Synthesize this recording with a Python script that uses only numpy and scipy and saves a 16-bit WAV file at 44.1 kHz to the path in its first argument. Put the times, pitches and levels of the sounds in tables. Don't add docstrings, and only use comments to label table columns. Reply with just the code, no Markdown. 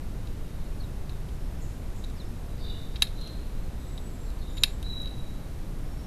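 import sys
import numpy as np
from scipy import signal
from scipy.fft import rfft, irfft
from scipy.io import wavfile
from scipy.ndimage import uniform_filter1d, minimum_filter1d

SR = 44100
rng = np.random.default_rng(int(sys.argv[2]) if len(sys.argv) > 2 else 0)


def invert_db(x):
    u = np.asarray(x, float) / 20
    return 10 ** u


def bounce(signal):
    frames = np.transpose(np.atleast_2d(signal))
    limited = np.clip(frames, -1, 1)
    pcm = np.round(limited * 32767).astype(np.int16)
    wavfile.write(sys.argv[1], SR, pcm)


N = 267642


def evened(x):
    return x / np.sqrt(np.mean(abs(x) ** 2) + 1e-20)


def add(mix, start_s, sound):
    part = mix[round(start_s * SR):][:len(sound)]
    part += sound[:len(part)]


# (frequency [Hz], density [dB per Hz])
HISS_COLOUR = [(1.5, -55), (4, -1), (25, -3.5), (45, -6.5), (90, -13), (145, -15.5), (170, -19), (400, -28),
               (1000, -38), (3300, -48), (3850, -46.5), (4600, -50), (8000, -52.5), (14000, -52.5)]


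def microphone_hiss():
    hz = np.fft.rfftfreq(N, 1 / SR)
    colour_hz, colour_db = np.transpose(HISS_COLOUR)
    colour = np.interp(np.log(hz + 1), np.log(colour_hz + 1), colour_db)
    spectrum = rfft(rng.standard_normal(N)) * invert_db(colour)
    return invert_db(-33.5) * evened(irfft(spectrum, N))


# (shaft order [multiple of the turning rate], level [dB])
MOTOR_ORDERS = [(1, -40), (2, -45), (3, -56), (4, -60), (5, -57), (6, -59), (7, -67), (8, -67), (10, -64)]


def motor_hum():
    shaft_hz, drift_share = 29.44, 0.002
    drift = uniform_filter1d(rng.standard_normal(N), 30000)
    drift = evened(uniform_filter1d(drift, 30000))
    turns = np.cumsum(shaft_hz * (1 + drift_share * drift)) / SR
    return sum(np.sqrt(2) * invert_db(db) * np.sin(2 * np.pi * order * turns) for order, db in MOTOR_ORDERS)


def far_whistle(smear_hz, clear, points):
    time_s, pitch_hz, level_db = np.transpose(points)
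    t = np.arange(time_s[0], time_s[-1], 1 / SR)
    echoes = rng.standard_normal((len(t) + 2000, 2)) @ [1, 1j]
    soft = signal.butter(3, smear_hz / 2, fs=SR)
    echoes = evened(signal.lfilter(*soft, echoes)[2000:])
    tone = np.exp(2j * np.pi * np.cumsum(np.interp(t, time_s, pitch_hz)) / SR)
    tone *= np.sqrt(clear) + np.sqrt(1 - clear) * echoes
    fade = signal.windows.tukey(len(t), min(0.4, 0.03 / (time_s[-1] - time_s[0])))
    return np.sqrt(2) * tone.real * invert_db(np.interp(t, time_s, level_db)) * fade


def sing(mix, notes, smear_hz, clear, swell_db, fall_db_s):
    knee_db, gone_db, longest_s = 16, 16, 1.0
    far_fall = 0.54 * fall_db_s
    for start, length, first_hz, last_hz, db in notes:
        end = start + length
        knee = end + knee_db / fall_db_s
        gone = min(knee + gone_db / far_fall, start + longest_s)
        last_db = db - knee_db - (gone - knee) * far_fall
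        points = [(start, first_hz, db - swell_db), (end, last_hz, db),
                  (knee, last_hz, db - knee_db), (gone, last_hz, last_db)]
        add(mix, start, far_whistle(smear_hz, clear, points))


# (start [s], sung length [s], first pitch [Hz], last pitch [Hz], top level [dB])
SEEP_NOTES = [(1.37, .22, 5310, 5310, -70), (2.19, 0.065, 5360, 5360, -68), (3.79, 0.14, 7790, 7730, -62),
              (3.95, 0.1, 7840, 7890, -61), (4.095, .17, 7490, 7460, -63.5), (4.49, .14, 7150, 7050, -56.5),
              (4.68, 0.058, 7670, 7700, -64), (5.84, 0.18, 5490, 5490, -65)]


def seeping_birds(mix):
    sing(mix, SEEP_NOTES, smear_hz=110, clear=0.5, swell_db=4.5, fall_db_s=110)


# (start [s], sung length [s], first pitch [Hz], last pitch [Hz], top level [dB])
RASP_NOTES = [
    (1.6, 0.023, 6950, 7100, -57.5),
    (1.937, 0.027, 7000, 7170, -60),
    (2.57, .08, 4500, 4200, -56),
    (3.19, 0.071, 3680, 3600, -56.5),
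]


def rasping_birds(mix):
    sing(mix, RASP_NOTES, smear_hz=1500, clear=0.01, swell_db=6.7, fall_db_s=86)


# (start [s], sung length [s], first pitch [Hz], last pitch [Hz], top level [dB])
CHURR_NOTES = [
    (3.17, 0.05, 3950, 3940, -51.5),
    (3.77, 0.069, 3790, 3800, -63),
    (4.25, .05, 4200, 4000, -63),
    (4.41, 0.0905, 3900, 3760, -59.5),
]


def churring_birds(mix):
    sing(mix, CHURR_NOTES, smear_hz=460, clear=0.01, swell_db=2.4, fall_db_s=75)


# (start [s], sung length [s], first pitch [Hz], last pitch [Hz], top level [dB])
TRILL_NOTES = [(.43, .06, 3750, 3750, -68), (.55, .05, 4320, 4250, -71), (2.48, .04, 3880, 3880, -66),
               (2.6, .04, 4650, 4550, -58), (2.605, .1, 3640, 3634, -49), (2.63, .07, 4000, 3900, -51),
               (2.67, .04, 2880, 2900, -60), (3.174, .11, 4180, 4165, -55), (4.415, .1, 3660, 3780, -60),
               (4.84, 0.109, 4010, 3950, -46)]


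def trilling_birds(mix):
    sing(mix, TRILL_NOTES, smear_hz=176, clear=0.13, swell_db=4, fall_db_s=65)


# (start [s], sung length [s], first pitch [Hz], last pitch [Hz], top level [dB])
CHIRP_NOTES = [
    (.794, 0.019, 4780, 4180, -51.5),
    (.826, 0.011, 3900, 3820, -54),
    (2.155, .062, 5700, 3640, -53.5),
    (4.372, 0.053, 4650, 4200, -59),
]


def chirping_birds(mix):
    sing(mix, CHIRP_NOTES, smear_hz=250, clear=0.3, swell_db=11, fall_db_s=590)


# (start [s], sung length [s], first pitch [Hz], last pitch [Hz], top level [dB])
PIPE_NOTES = [
    (3.14, 0.069, 3970, 4120, -49),
    (4.83, 0.15, 3900, 3876, -38),
]


def piping_birds(mix):
    sing(mix, PIPE_NOTES, smear_hz=102, clear=0.46, swell_db=17, fall_db_s=95)


# (start [s], length [s], first pitch [Hz], last pitch [Hz], top level [dB])
SEED_STIRS = [
    (1.097, .02, 3950, 3700, -61),
    (2.045, 0.028, 3800, 3750, -64),
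    (3.022, 0.014, 3800, 3850, -50),
    (4.59, 0.043, 4150, 4010, -57),
]


def seed_stirs(mix):
    sing(mix, SEED_STIRS, smear_hz=280, clear=0.01, swell_db=3, fall_db_s=210)


def ring(t, modes, rise_s):
    t = np.maximum(t, 0)
    sines = sum(invert_db(db) * np.exp(-np.pi * width * t) * np.sin(2 * np.pi * hz * t) for hz, width, db in modes)
    return sines * (1 - np.exp(-t / rise_s))


def scatter(t, gap_s, t60, long_db, long_t60):
    decay = invert_db(-60 * t / t60) + invert_db(long_db - 60 * t / long_t60)
    taps = rng.standard_normal(len(t)) * decay * (t > gap_s)
    return taps / np.linalg.norm(taps)


# (delay [ms], body gain [x], treble gain [x])
PORT_PATHS = [(0, .4, 1.1), (1.05, .6, .4), (1.314, .75, .15), (2.1, .3, .2), (2.89, .45, .45)]
# (frequency [Hz], width [Hz], level [dB])
DISH_MODES = [(980, 430, -22), (1760, 110, -20), (2360, 320, -17), (2725, 440, -1.5), (3310, 470, 0),
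              (4170, 145, -15), (4870, 220, -11), (5450, 160, -18)]
# (frequency [Hz], width [Hz], level [dB])
TREBLE_MODES = [(7400, 3500, 8.5), (10030, 2140, 5.5), (11000, 1150, -7)]


def peck(mix, contacts, scatter_db):
    t = np.arange(6000) / SR
    band = np.vstack([signal.butter(2, 1100, "high", fs=SR, output="sos"),
                      signal.butter(8, 12700, fs=SR, output="sos")])
    for time_s, db, treble_db, ring_hz, dish_db in contacts:
        modes = [(hz, width, level + dish_db) for hz, width, level in DISH_MODES]
        modes.append((ring_hz, 400, 0))
        crunch = rng.standard_normal(60) * np.exp(-t[:60] / 0.00084)
        body = sum(low * ring(t - ms / 1000, modes, 0.0001) for ms, low, high in PORT_PATHS)
        treble = sum(high * ring(t - ms / 1000, TREBLE_MODES, 0.00005) for ms, low, high in PORT_PATHS)
        treble = np.convolve(treble, crunch)[:len(t)]
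        lift = invert_db(treble_db + 13)
        direct = body / abs(body).max() + lift * treble / abs(treble).max()
        tick = ring(t, modes, 0.00037) + 0.82 * lift * ring(t, TREBLE_MODES, 0.00005)
        echoes = scatter(t, gap_s=0.004, t60=0.022, long_db=-30, long_t60=0.23)
        near = signal.fftconvolve(tick, echoes)[:len(t)]
        sound = signal.sosfilt(band, direct + invert_db(scatter_db + 11) * near)
        add(mix, time_s - 0.0001, invert_db(db) * sound)


# (time [s], peak level [dB], treble [dB], ring [Hz], dish level [dB])
SEED_CRACKS = [
    (2.0454, -48, -14, 6080, -8),
    (3.2123, -47.5, -6.5, 5810, -4),
    (3.274, -39.5, -14.5, 5800, 1),
    (5.0187, -53.5, 0, 5840, -6),
]


def seed_cracks(mix):
    peck(mix, SEED_CRACKS, scatter_db=-11)


# (time [s], peak level [dB], treble [dB], ring [Hz], dish level [dB])
BEAK_SCUFFS = [
    (1.0939, -36, -24, 3980, -10),
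    (2.958, -28.5, -36, 3740, -3),
    (3.07, -33.5, -32, 3850, -7),
    (3.977, -34, -27, 3820, -14),
    (4.57, -35, -20, 3800, -3),
    (4.579, -29, -26, 3790, -14),
]


def beak_scuffs(mix):
    peck(mix, BEAK_SCUFFS, scatter_db=-5)


# (time [s], peak level [dB], treble [dB], ring [Hz], dish level [dB])
BEAK_TAPS = [(0.272, -39, -25, 3860, -3), (1.122, -47, -20, 3990, -10), (1.288, -45, -17, 3400, -5),
             (2.0394, -35, -27, 3800, -14), (2.045, -35, -27, 3950, -22), (2.0991, -43.5, -17, 3730, -5),
             (3.0216, -2.5, -20.5, 3910, -6.5), (4.3026, -43, -19, 4000, -3), (4.6354, -2, -22, 3800, -5),
             (4.68, -37, -20, 3870, -3), (4.8277, -34, -16.5, 3600, -10), (5.057, -34, -25, 3860, -13),
             (5.0746, -35, -27, 3880, -9)]


def beak_taps(mix):
    peck(mix, BEAK_TAPS, scatter_db=-12.5)


def scene():
    mix = microphone_hiss() + motor_hum()
    for birds in [seeping_birds, rasping_birds, churring_birds, trilling_birds, chirping_birds, piping_birds]:
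        birds(mix)
    for pigeon in [seed_stirs, seed_cracks, beak_scuffs, beak_taps]:
        pigeon(mix)
    return mix[None]


# (frequency [Hz], threshold against the usual level [dB])
WEAK_BANDS = [(5000, -9), (8000, -5), (10500, -3.3), (13500, -2.4)]


def thinned(x):
    mask_db, mask_bins = -30, 26
    hz, _, z = signal.stft(x, SR, "cosine", nperseg=2048)
    power = uniform_filter1d(abs(z) ** 2, size=7, axis=0)
    usual = np.median(power, axis=1, keepdims=True)
    threshold_db = np.interp(hz, *np.transpose(WEAK_BANDS))[:, None]
    weak = power < usual * invert_db(2 * threshold_db)
    below = np.roll(power, mask_bins, axis=0)
    below = -minimum_filter1d(-below, size=15, axis=0)
    hidden = (power < below * invert_db(2 * mask_db)) & (hz[:, None] > 3000)
    return signal.istft(z * ~(weak | hidden), SR, "cosine", nperseg=2048)[1][:N]


def top_cut(x):
    return signal.sosfilt(signal.butter(12, 14050, fs=SR, output="sos"), x)


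def record(dry):
    edge = signal.firwin(255, 13880, window=("kaiser", 9), fs=SR)
    band = signal.oaconvolve(thinned(dry[0]), edge, "same")
    return top_cut(band[None])


dry = scene()
out = record(dry)
bounce(out)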